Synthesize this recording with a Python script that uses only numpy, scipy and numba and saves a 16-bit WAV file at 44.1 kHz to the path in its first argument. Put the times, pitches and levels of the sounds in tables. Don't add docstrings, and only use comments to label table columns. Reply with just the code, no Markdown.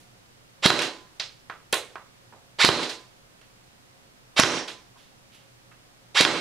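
import sys
import numpy as np
from scipy import signal
from scipy.fft import rfft, irfft, next_fast_len
from scipy.io import wavfile
from scipy.ndimage import uniform_filter1d
from numba import njit

SR = 44100
rng = np.random.default_rng(int(sys.argv[2]) if len(sys.argv) > 2 else 0)


def master_out(mix):
    frames = np.transpose(np.atleast_2d(mix))
    ceiling = np.clip(frames, -1, 1)
    pcm = np.round(ceiling * 32767).astype(np.int16)
    wavfile.write(sys.argv[1], SR, pcm)


N = 282323


# [f/Hz, relative level/dB]
HISS_SPECTRUM = [(25, -7), (60, -11), (100, -2.5), (200, -4.5), (500, -9), (1500, -12), (5000, -17),
                 (10000, -23.5), (15500, -31.5)]
# [f/Hz, correlation]
HISS_LIKENESS = [(60, 0.4), (130, 0.39), (290, -0.19), (640, -0.084), (1410, -0.35), (3100, -0.3),
                 (6820, -0.3), (15000, -0.06)]
# [f/Hz, peak level/dB]
HUM_TONES = [(40, -73), (121, -65), (540, -72.5), (720, -76.5)]
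# [t/s, level/dB, centre f/Hz, rise/s, fall/s]
SOFT_SWELLS = [(0.0, -56, 240, .001, 0.062), (1.12, -57, 203, 0.023, 0.037), (3.661, -58, 260, 0.011, 0.02),
               (4.97, -52.5, 3200, 0.017, 0.068), (5.314, -48, 2950, 0.029, 0.059),
               (5.345, -45.5, 170, 0.0045, 0.0088)]

# [t/s, gear level/dB]
TRIGGER_PULLS = [(0.621, -13.5), (2.583, -12.5), (4.359, -11.5), (6.143, -13)]
# [t/s, puff level/dB, slam level/dB, rattle level/dB, shell ring f/Hz, shell ring level/dB]
PISTON_SLAMS = [(0.6603, -4, 17.5, -2.5, 4070, -1.5), (2.6476, -6.5, 17.5, 0, 4065, -1.5),
                (4.397, -4.5, 20, 1, 5480, -1), (6.2083, -7, 14.5, 0, 3980, -6)]
# [f/Hz, relative level/dB]
GEARBOX_SPECTRUM = [(88, -66.5), (150, -37), (850, -9), (1460, -8), (2140, -3), (2750, -4), (3750, -2),
                    (5510, -10), (6550, -16.5), (7080, -13.5), (15000, -36)]
# [f/Hz, relative level/dB]
PUFF_SPECTRUM = [(40, -29.5), (80, -4), (160, 2.5), (500, -1), (1000, -7.5), (2500, -28.5)]
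# [f/Hz, relative level/dB]
SLAM_SPECTRUM = [(59, -40.5), (100, -11.5), (462, -1.5), (1350, -2), (2990, -7), (3920, -6), (8170, -15),
                 (8880, -16.5), (9860, -14.5), (11400, -25.5), (15000, -29.5)]

# [t/s, level/dB]
BACKSTOP_STRIKES = [(0.7025, 15), (2.689, 16), (4.4346, 15.5), (6.25, 14.5)]
# [f/Hz, relative level/dB]
CRACK_SPECTRUM = [(35, -33.5), (60, -5), (679, 0), (1270, 1.5), (2650, -6.5), (3190, -4), (4410, -10),
                  (5820, -16.5), (10100, -32), (13400, -42), (15000, -92)]
# [f/Hz, level/dB, t60/s]
PANEL_MODES = [(147.7, -32.5, 0.13), (245, -33.5, 0.22), (337.1, -27, 0.15), (384, -28, 0.14),
               (482.5, -31, 0.096), (584, -28.5, 0.2), (1015, -55.5, 1.0), (1240, -19, 0.024),
               (3320, -17, .015)]
# [t/s, level/dB, brightest f/Hz, low knock relative to the brightest/dB,
# fall above the brightest/(dB per octave), left minus right/dB, echo relative to direct/dB]
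PELLET_BOUNCES = [(0.79, -3.5, 3020, -6, 13, -8, 1.5), (0.819, -13.5, 3500, -3, 10, 6, 3.5),
                  (1.197, -15.5, 4500, -10, 23, -5, 4), (1.498, -19.5, 1350, -8, 14, -5, 1.5),
                  (1.7257, -10, 10000, -10, 4, -3, 2), (1.7285, -8, 3900, 4, 40, -3.5, 3.5),
                  (1.7415, -12, 9000, 0, 6, -5, 0), (1.9555, -20.5, 1100, -10, 15, -3, 1),
                  (2.323, -36.5, 850, -2, 16, -3, 5.5), (2.829, -20, 3730, -11, 13, -1, 5),
                  (2.889, -28.5, 4040, -4, 12, 1, 12.5), (3.414, -42, 2480, -1, 10, -8, 2.2),
                  (4.676, -29.5, 3640, -2, 12, 0, 11), (4.957, -48, 980, -15, 17, -2, 7),
                  (5.715, -43.5, 1800, -3, 15, -4.5, 4)]
# [t/s, f/Hz, level/dB, t60/s]
SHORT_RINGS = [(1.2, 5100, -32, 0.025), (1.729, 4120, -29.5, 0.1), (1.729, 1050, -25, 0.07),
               (1.729, 512, -28, 0.07), (1.727, 3120, -28, 0.06), (5.714, 1240, -53, 0.09),
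               (5.716, 2650, -56.5, 0.08)]

# [f/Hz, level gained/dB]
LEFT_PORT_TILT = [(1500, -1.5), (5000, 2), (12000, 3.5)]
# [f/Hz, phase lead/rad]
LEFT_PORT_PHASE = [(2000, 0), (4900, 0), (8000, -1.74), (11000, -1.5), (15000, -4.5)]
# [f/Hz, t60/s]
ROOM_T60 = [(100, 0.22), (300, 0.36), (1000, 0.3), (3500, 0.3), (8000, 0.32), (15000, 0.13)]
# [f/Hz, correlation]
ROOM_LIKENESS = [(60, 0.46), (130, 0.97), (290, 1), (640, 0.87), (1410, 1), (3100, 0.52), (6820, 0.79),
                 (15000, -0.42)]

HISS_DB = -55.5
MESH_HZ, SPIN_UP_S, COAST_S = 2550, .028, .02
PUFF_LEAD_S = .006
KNOCK_HZ, DIP_DB = 460, -3
BOUNCE_S, SMEAR_S_PER_DB = .004, .001
SLOPE_DB, SLOPE_SLOWER = -26, 2.11
TOP_HZ = 15620


def undb(db):
    return 10 ** (np.asarray(db) / 20)


def at_hz(table, hz):
    f, v = np.transpose(table)
    return np.interp(np.log(hz + 1), np.log(f), v)


def bin_hz(size):
    return np.arange(size // 2 + 1) * SR / size


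def colour(x, table):
    n = x.shape[-1]
    gain = undb(at_hz(table, bin_hz(n)))
    return irfft(rfft(x) * gain / np.sqrt(np.mean(gain ** 2)), n)


def pair(size, alike):
    likeness = np.clip(at_hz(alike, bin_hz(size)), -.99, .99)
    weights = np.sqrt([(1 + likeness) / 2, (1 - likeness) / 2])
    mid, side = rfft(rng.standard_normal((2, size))) * weights
    return irfft([mid + side, mid - side], size)


def add(out, sound, s):
    i = int(s * SR)
    sound = sound[..., :N - i]
    out[..., i:i + sound.shape[-1]] += sound


def burst(table, rise_s, fall_s, grit_db=0, size=4096):
    t = np.arange(size) / SR
    shape = (1 - np.exp(-t / rise_s)) * np.exp(-t / fall_s)
    knocks = undb(grit_db * np.repeat(rng.standard_normal(size // 32), 32))
    sound = colour(knocks * rng.standard_normal(size), table) * shape
    return sound * np.linalg.norm(shape) / np.linalg.norm(sound)


def blow(table, rise_s, fall_s, grit_db):
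    direct = burst(table, rise_s, fall_s, grit_db)
    click = colour(signal.unit_impulse(len(direct), 128), table)
    return np.array([direct, click * np.linalg.norm(direct)])


def ringing(t, hz, db, t60):
    return undb(db) * np.sin(2 * np.pi * hz * t) * np.exp(-np.log(1000) * t / t60)


def place(x, pan_db):
    size = next_fast_len(len(x))
    hz = bin_hz(size)
    port = undb(at_hz(LEFT_PORT_TILT, hz)) * np.exp(1j * at_hz(LEFT_PORT_PHASE, hz))
    left = irfft(rfft(x, size) * port, size)[:len(x)]
    return np.array([left * undb(pan_db / 2), x * undb(-pan_db / 2)])


def background():
    t = np.arange(N) / SR
    noise = pair(next_fast_len(N), HISS_LIKENESS)
    hiss = undb(HISS_DB) * colour(noise, HISS_SPECTRUM)[:, :N]
    waver = uniform_filter1d(rng.standard_normal((len(HUM_TONES), 2, N)), size=2000) * 45
    hum = 0
    for (hz, db), (a, b) in zip(HUM_TONES, waver):
        in_phase = (1 + .6 * a) * np.sin(2 * np.pi * hz * t)
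        quadrature = 0.2 * b * np.cos(2 * np.pi * hz * t)
        hum = hum + undb(db) * (in_phase + quadrature)
    return (hiss + hum) * undb([[-.9], [.9]])


def soft_swells():
    out = np.zeros(N)
    for s, db, hz, rise, fall in SOFT_SWELLS:
        tone = [(hz / 3, -18), (hz, 0), (hz * 2.5, -16)]
        add(out, undb(db) * burst(tone, rise, fall, size=16384), s)
    return place(out, -6.5)


def gears(run_s):
    t = np.arange(8192) / SR
    speed = (1 - np.exp(-t / SPIN_UP_S)) * np.exp(-np.maximum(t - run_s, 0) / COAST_S)
    wobble = uniform_filter1d(rng.standard_normal(len(t)), size=64)
    tooth = np.cumsum(MESH_HZ * speed * (1 + 0.43 * wobble)) / SR
    whine = 0
    for multiple, db in ((.5, -11), (1, -4.0), (2, -6)):
        whine = whine + undb(db) * np.sin(2 * np.pi * multiple * tooth)
    grind = burst(GEARBOX_SPECTRUM, 1e-4, 1e3, grit_db=0.5, size=8192)
    return (whine + grind) * speed ** 1.63


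def rifle():
    out = np.zeros((2, N))
    for (trigger, gears_db), pull_end in zip(TRIGGER_PULLS, PISTON_SLAMS):
        slam, puff_db, slam_db, rattle_db, shell_hz, shell_db = pull_end
        add(out, undb(gears_db) * gears(slam - trigger), trigger)
        add(out, undb(puff_db) * burst(PUFF_SPECTRUM, 0.003, 0.018), slam - PUFF_LEAD_S)
        add(out, undb(slam_db) * blow(SLAM_SPECTRUM, 0.0035, 0.0032, grit_db=3.0), slam)
        rattle = burst(GEARBOX_SPECTRUM, 0.0021, 0.023, grit_db=1.5, size=8192)
        add(out, undb(rattle_db) * rattle, slam)
        shell = [(shell_hz * .7, -24), (shell_hz, 0), (shell_hz * 1.5, -24)]
        add(out, undb(shell_db) * burst(shell, 0.0016, 0.024, grit_db=3.0, size=16384), slam)
    return out


def backstop():
    t = np.arange(16384) / SR
    panel = sum(ringing(t, hz, db, t60) for hz, db, t60 in PANEL_MODES)
    out = np.array([panel, panel])
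    add(out, blow(CRACK_SPECTRUM, .0012, .0022, grit_db=3.), 0)
    return out


def bounces():
    direct, walls = np.zeros((2, N)), np.zeros(N)
    for s, db, hz, knock_db, fall_db, pan_db, echo_db in PELLET_BOUNCES:
        hollow = (np.sqrt(hz * KNOCK_HZ), knock_db / 2 + DIP_DB)
        tone = [(150, knock_db - 22), (KNOCK_HZ, knock_db), hollow, (hz, 0), (hz * 2 ** 4, -4 * fall_db)]
        length = max(BOUNCE_S + SMEAR_S_PER_DB * echo_db, .002)
        near, spread = undb(db) * blow(tone, length / 3, length / 2, grit_db=2.5)
        add(direct, place(near, pan_db), s)
        add(walls, undb(echo_db) * spread, s)
    return direct, walls


def rings():
    out, t = np.zeros(N), np.arange(16384) / SR
    for s, hz, db, t60 in SHORT_RINGS:
        add(out, ringing(t, hz, db, t60), s)
    return out


def fade(x):
    return np.exp(-np.log(1000) * x) + undb(SLOPE_DB) * np.exp(-np.log(1000) * x / SLOPE_SLOWER)


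def room(x, wet_db, build_s):
    size = 24576
    t = np.arange(size) / SR
    noise = rfft(pair(size, ROOM_LIKENESS))
    octave = np.log2(bin_hz(size) + 1)
    echo = 0
    for centre in np.arange(5, 14.6, .5):
        band = irfft(noise * np.clip(1 - 2 * np.abs(octave - centre), 0, 1), size)
        clumps = uniform_filter1d(np.repeat(rng.standard_normal(size // 512), 512), size=512)
        echo = echo + undb(2.175 * clumps) * band * fade(t / at_hz(ROOM_T60, 2 ** centre))
    balance_db = np.array([[-2.6], [2.6]])
    echo = echo * (1 - np.exp(-t / build_s)) * undb(wet_db + balance_db)
    return signal.fftconvolve(x[None], echo, axes=1)[:, :N]


def scene():
    floor, soft = background(), soft_swells()
    gun, panel = rifle(), np.zeros((2, N))
    for s, db in BACKSTOP_STRIKES:
        add(panel, undb(db) * backstop(), s)
    small, small_walls = bounces()
    ring = rings()
    to_walls = undb(-0.5) * gun[1] + panel[1] + small_walls + ring
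    echo = room(to_walls, wet_db=-33.5, build_s=0.0018)
    air = place(gun[0] + panel[0] + ring, -5.0) + small + echo + soft
    bass_hz, treble_hz = 95, 13000
    microphone = signal.butter(3, [bass_hz, treble_hz], "band", fs=SR, output="sos")
    return signal.sosfilt(microphone, air) + floor


@njit
def follow(x, attack, release):
    e, out = 1e-9, np.empty(len(x))
    for i in range(len(x)):
        e += (x[i] - e) * (attack if x[i] > e else release)
        out[i] = e
    return out


def record(dry):
    attack_s, release_s, top_db = .001, .047, -10
    loud = follow(np.abs(dry).max(axis=0), 1 / (attack_s * SR), 1 / (release_s * SR))
    gain = np.minimum(1, undb(top_db) / loud)
    held = np.clip(dry * gain, -1, 1)
    return signal.sosfilt(signal.ellip(10, .2, 70, TOP_HZ, fs=SR, output="sos"), held)


dry = scene()
out = record(dry)
master_out(out)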